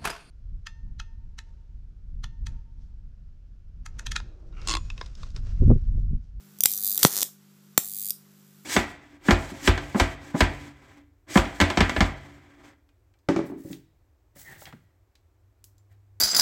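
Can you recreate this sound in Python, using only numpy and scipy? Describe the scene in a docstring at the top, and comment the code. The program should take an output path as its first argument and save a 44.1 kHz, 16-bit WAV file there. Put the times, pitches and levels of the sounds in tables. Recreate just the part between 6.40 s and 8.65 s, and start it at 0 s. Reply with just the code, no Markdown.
"""A small room, the microphone close to a circuit board on the bench, over the hum of a supply.
A high-voltage probe strikes an arc with hard snaps, then buzzes: a volley of sparks each mains half cycle.
Its tip rubs and nudges the board. A part blows with a pop, then spits and sizzles.
After a pause the arc strikes again, buzzes and breaks with a snap, leaving hum and faint corona hiss.
The recorder's gain ducks after the loud peaks and creeps back."""
import sys
import numpy as np
from scipy import signal
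from scipy.fft import rfft, irfft
from scipy.io import wavfile

SR = 44100
rng = np.random.default_rng(int(sys.argv[2]) if len(sys.argv) > 2 else 0)


def unload_audio(sound):
    """Save the sound as a 16-bit wav file, at the path given as the first command line argument."""
    columns = np.transpose(np.atleast_2d(sound))
    # keep every value between -1 and 1, then stretch to whole-number steps
    steps = np.round(np.clip(columns, -1, 1) * 32767)
    wavfile.write(sys.argv[1], SR, steps.astype(np.int16))


N = 99225
T = np.arange(N) / SR
MAINS_HZ, FIRST_VOLLEY_S = 50, .0065


def amp(db):
    """Decibels to gain."""
    return 10 ** (np.asarray(db) / 20)


def unit(x):
    """Scale to rms 1."""
    return x / np.sqrt(np.mean(x ** 2))


def curve(rows):
    """Gain along (time_s, level_db) points, silent outside them."""
    time_s, level_db = np.array(rows).T
    return amp(np.interp(T, time_s, level_db)) * (T >= time_s[0]) * (T <= time_s[-1])


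def respond(x, gain_at, size=4096):
    """Pass x through a causal response of unit energy with the given relative gain by frequency."""
    hz = np.fft.rfftfreq(size, 1 / SR) + 1
    cepstrum = irfft(np.log(gain_at(hz) + 1e-9))
    cepstrum[1:size // 2] *= 2  # fold to minimum phase
    cepstrum[size // 2 + 1:] = 0
    response = irfft(np.exp(rfft(cepstrum)))
    return signal.fftconvolve(x, response / np.linalg.norm(response))[:N]


def colour(x, points):
    """Shape x by (frequency_hz, gain_db) points."""
    hz, db = np.array(points).T
    return respond(x, lambda f: amp(np.interp(np.log(f), np.log(hz), db)))


def clicks(times, sizes):
    """Impulses placed between samples by a windowed sinc."""
    out, at = np.zeros(N), np.ravel(times)[:, None] * SR
    taps = at.astype(int) + np.arange(-7, 9)
    shape = np.sinc(taps - at) * np.sinc((taps - at) / 8)
    np.add.at(out, np.clip(taps, 0, N - 1), np.ravel(sizes)[:, None] * shape)
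    return out


def gap_ring(x, valley_db=-33):
    """A discharge rings the resonances around the spark gap."""
    # resonances: pitch_hz, width_hz, gain_db
    modes = [(2350, 680, -25.5), (3253, 100, -17.5), (3660, 680, -15), (4855, 260, -8.5), (5900, 720, -7.5),
             (7270, 570, -4.5), (8140, 330, -3.5), (9210, 510, -7), (10840, 980, -6.5), (12040, 400, -1),
             (12400, 270, 0.5), (12800, 200, -14), (15240, 1200, 1)]

    def gain_at(f):
        peaks = (amp(db) / (1 + ((f - hz) / width * 1.4) ** 2) for hz, width, db in modes)
        return np.sqrt(amp(valley_db) ** 2 + sum(peak ** 2 for peak in peaks))
    return respond(x, gain_at)


def idle(pulse_depth=.7, room_noise_db=-60.5):
    """Room tone: transformer hum, corona at the tip that pulses with the mains, and low noise."""
    # transformer harmonics: mains_multiple, level_db
    harmonics = [(2, -69.5), (3, -56.5), (4, -54.5), (5, -74), (6, -78), (7, -73), (8, -72.5), (11, -82.5)]
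    # strength of the corona: time_s, level_db
    corona_level = [(0, -62.5), (.18, -61.5), (.95, -69.5), (1.35, -64.5), (1.85, -64.5), (2.05, -62),
                    (2.25, -60.5)]
    # colour of the room noise: frequency_hz, gain_db
    noise_colour = [(18, -72.5), (30, -49), (197, -5), (225, -16), (256, -21.5), (399, -20.5), (673, -27.5),
                    (1470, -22), (1770, -27), (8060, -27), (9940, -38.5), (11300, -25.5), (15500, -39.5)]
    hum = sum(amp(db) * np.sqrt(2) * np.sin(2 * np.pi * (multiple * MAINS_HZ * T + rng.random()))
              for multiple, db in harmonics)
    pulsing = 1 + pulse_depth * np.cos(4 * np.pi * MAINS_HZ * (T - FIRST_VOLLEY_S - .001))
    corona = unit(gap_ring(rng.standard_normal(N) * pulsing)) * curve(corona_level)
    room_noise = amp(room_noise_db) * unit(colour(rng.standard_normal(N), noise_colour))
    return hum + corona + room_noise


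def snaps(count=4, crack_fade_db=-4):
    """Tight clusters of heavy sparks: their ringing, and a broad crack that weakens spark by spark."""
    # clusters: start_s, length_s, ring_db, crack_db
    clusters = [(.187, .002, -19.5, -59), (0.2066, .0007, 7.5, -22.5), (.2364, .0012, 13, -27),
                (0.2514, .002, -5.5, -25), (.2566, 0.00068, -6, -16.5), (0.2572, 0.0015, 18.5, 11),
                (0.2596, 0.0014, -0.5, 0.5), (.3366, .0008, 2.5, -40), (.3766, .0008, -2, -36),
                (.4766, .0008, -5, -28.5), (.5166, 0.00092, 0.5, -36.5), (.5770, 0.0006, 7, -17),
                (0.5903, 0.0055, 0, -20.5), (0.6213, 0.0017, -10, -16.5), (0.6285, 0.0002, -3.5, -22.5),
                (0.6301, .002, 13, 6), (0.6325, .0016, 4.5, 11), (.6498, 0.0018, -4.5, 16),
                (0.663, .0008, -2, -3.5), (0.8266, 0.00041, -19, -1.5), (0.8297, 0.00098, 9.5, 0),
                (1.377, 0.0017, 17.5, 9), (1.3785, 0.001, 11, -10), (1.7058, 0.000795, 6, -26)]
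    # colour of a hard, broad crack with the low thump of the overloaded microphone: frequency_hz, gain_db
    crack_colour = [(30, -8), (90, -2.5), (180, -0.5), (400, -3.5), (800, 1), (1300, -1), (2500, 0.5),
                    (4500, 5.5), (8000, 3.5), (10000, 2), (15000, -13)]
    start, length, ring_db, crack_db = np.array(clusters).T[:, :, None]
    spark = np.arange(count)
    lateness = .9 * (spark > 0) * rng.random((len(clusters), count))
    times = start + length * (spark + lateness) / count
    ringing = gap_ring(clicks(times, amp(ring_db) * np.ones(count) / np.sqrt(count)))
    crack = colour(clicks(times, amp(crack_db + crack_fade_db * spark)), crack_colour)
    return ringing, crack


def pops():
    """Puffs of gas, partly microphone overload: a swing that slows and dies within a few cycles."""
    # puffs: start_s, level_db, extra_pitch_hz, sag_s, final_pitch_hz, decay_s
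    puffs = [(0.2562, -13, 1500, .001, 950, 0.00042), (0.6499, 5.5, 3008, .00045, 148.7, 0.004),
             (1.3785, -4.5, 3090, 0.00037, 167, 0.0025)]
    out = np.zeros(N)
    for start, db, extra_hz, sag_s, final_hz, decay_s in puffs:
        age = np.maximum(T - start, 0)
        turns = final_hz * age + extra_hz * sag_s * (1 - np.exp(-age / sag_s))
        out += amp(db) * np.sin(2 * np.pi * turns) * np.exp(-age / decay_s)
    return out


def volleys(gap_s, gap_scatter, fade_db, jitter_s, count, scatter_db=1.2):
    """A few quick sparks at every crest of the mains voltage, each weaker than the last."""
    crests = np.arange(FIRST_VOLLEY_S, T[-1], .5 / MAINS_HZ)[:, None]
    chance = rng.standard_normal((len(crests), count + 2))
    gaps = gap_s * (1 + gap_scatter * chance[:, 2:])
    times = crests + jitter_s * chance[:, :1] + np.cumsum(gaps, 1) - gaps[:, :1]
    return clicks(times, amp(scatter_db * chance[:, 1:2] + fade_db * np.arange(count)))


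def buzz():
    """The steady arc, in two bursts: regular volleys of sparks ring the gap."""
    # strength of the arc in each burst: time_s, level_db
    first_level = [(.265, -6.5), (.31, -2), (.39, -7.5), (.47, 1), (.53, -3), (.57, -4)]
    second_level = [(1.385, -41), (1.44, -9), (1.48, -10.5), (1.55, -8), (1.64, -6), (1.68, -6),
                    (1.703, -2.5)]
    # colour of each burst: frequency_hz, gain_db
    first_colour = [(100, -16), (1500, -5), (2800, -15.5), (3700, 6), (6000, -4), (8500, 1), (10000, -5.5),
                    (12000, 4.5), (15000, 0.5)]
    second_colour = [(100, -19.5), (1500, -10), (2800, -2.5), (3700, 4.5), (6000, -4), (8500, 5),
                     (10000, 0), (12000, 2.5), (15000, 3)]
    out = np.zeros(N)
    for level, tint in ((first_level, first_colour), (second_level, second_colour)):
        sparks = volleys(gap_s=.00046, gap_scatter=.05, fade_db=-3.5, jitter_s=.000005, count=5)
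        out += gap_ring(colour(sparks * curve(level), tint))
    return out


def rubbing(slips_per_s=900):
    """Tiny slips of the probe tip sound through the board."""
    # strength of the rubbing: time_s, level_db
    rub_level = [(.28, -61), (.39, -58), (.47, -59.5), (.56, -54.5), (.88, -58.5), (.97, -95), (1.39, -81),
                 (1.425, -77), (1.5, -88), (1.8, -92), (1.87, -65.5), (1.97, -83)]
    # colour of the board: frequency_hz, gain_db
    board_colour = [(60, -24.5), (250, -1), (550, -6), (730, -1.5), (900, -7.5), (1300, -2), (2000, -8.5),
                    (5000, -26)]
    slips = (rng.random(N) < slips_per_s / SR) * rng.standard_normal(N)
    return unit(colour(slips, board_colour)) * curve(rub_level)


def board_ring(pitch_hz=740, t60_s=.25, rise_s=.014):
    """One mode of the board rings faintly when the probe nudges it."""
    # nudges: start_s, level_db
    nudges = [(.41, -52), (1.41, -50.5)]
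    out = np.zeros(N)
    for start, db in nudges:
        age = np.maximum(T - start, 0)
        envelope = (1 - np.exp(-age / rise_s)) * np.exp(-np.log(1000) * age / t60_s)
        out += amp(db) * envelope * np.sin(2 * np.pi * pitch_hz * age)
    return out


def burning(lag_s=.0008, grains_per_s=2200, grain_scatter_db=3.5):
    """The burning part spits once per half cycle over a dense sizzle."""
    # strength of the spitting and of the sizzle: time_s, level_db
    spit_level = [(.695, -2), (.735, 0), (.75, 0), (.77, 11.5), (.80, 3.5), (.82, 14.5)]
    sizzle_level = [(.565, -49.5), (.6, -22.5), (.62, -30), (.64, -11.5), (.667, -18.5), (.695, -32.5),
                    (.72, -29), (.78, -24.5), (.825, -34.5), (.85, -31), (.88, -51)]
    # colour of each: frequency_hz, gain_db
    spit_colour = [(100, -21.5), (500, -12.5), (1500, -12), (2700, -19.5), (4000, -5.5), (7500, 0),
                   (10000, -4.5), (15000, 2)]
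    sizzle_colour = [(30, -37.5), (120, -24.5), (400, -3.5), (1000, -22.5), (1800, -10), (2700, -17.5),
                     (4000, -8), (7500, -5), (9500, -5.5), (11000, -2.5), (15000, -0.5)]
    sparks = volleys(gap_s=.00025, gap_scatter=.48, fade_db=-15, jitter_s=.0002, count=3)
    spits = np.interp(T - lag_s, T, sparks) * curve(spit_level)
    grains = (rng.random(N) < grains_per_s / SR) * rng.standard_normal(N)
    grains *= amp(grain_scatter_db * rng.standard_normal(N))
    sizzle = unit(grains) * curve(sizzle_level)
    return colour(spits, spit_colour) + colour(sizzle, sizzle_colour)


def echoes(x, t60_s, delay_s):
    """Diffuse reflections that reach the microphone after a delay and fade."""
    tail = rng.standard_normal(N) * (T > delay_s) * np.exp(-np.log(1000) * T / t60_s)
    return signal.fftconvolve(x, tail / np.linalg.norm(tail))[:N]


def scene(low_cut_hz=180):
    """At the microphone: the close arc, reflections from bench and room, and the idling supply."""
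    # colour of the reflections: frequency_hz, gain_db
    room_colour = [(60, -29.5), (300, -7), (1200, -8.5), (2500, -4.5), (4200, -3.5), (9000, -3),
                   (15000, -5)]
    ringing, crack = snaps()
    arc = buzz() + ringing + burning()
    blast = crack + pops()
    # cracks and pops are partly the microphone overloading, so only a share gets room echo
    spread = colour(arc + amp(-6.5) * blast, room_colour)
    bench = amp(-13) * echoes(spread, t60_s=.014, delay_s=.0011)
    room = amp(-12) * echoes(spread, t60_s=.24, delay_s=.004)
    board = rubbing() + board_ring()
    bass_cut = signal.butter(1, low_cut_hz, "high", fs=SR, output="sos")
    return signal.sosfilt(bass_cut, arc + blast + bench + room + board + idle())[None]


def record(dry, duck_above_db=-20, duck_share=.22, release_db_per_s=12.5, ceiling=.96, top_hz=15200):
    """The recorder's gain ducks after loud peaks and recovers slowly; peaks clip; the top is cut."""
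    power = signal.lfilter([.005], [1, -.995], dry[0] ** 2)
    level_db = 10 * np.log10(power + 1e-12)
    release_db = release_db_per_s * T
    held_db = np.maximum.accumulate(level_db + release_db) - release_db  # a peak hold that sinks
    ducked = dry * amp(-duck_share * np.maximum(held_db - duck_above_db, 0))
    treble_cut = signal.ellip(10, .2, 80, top_hz, fs=SR, output="sos")
    return signal.sosfilt(treble_cut, np.clip(ducked, -ceiling, ceiling))


dry = scene()
out = record(dry)
unload_audio(out)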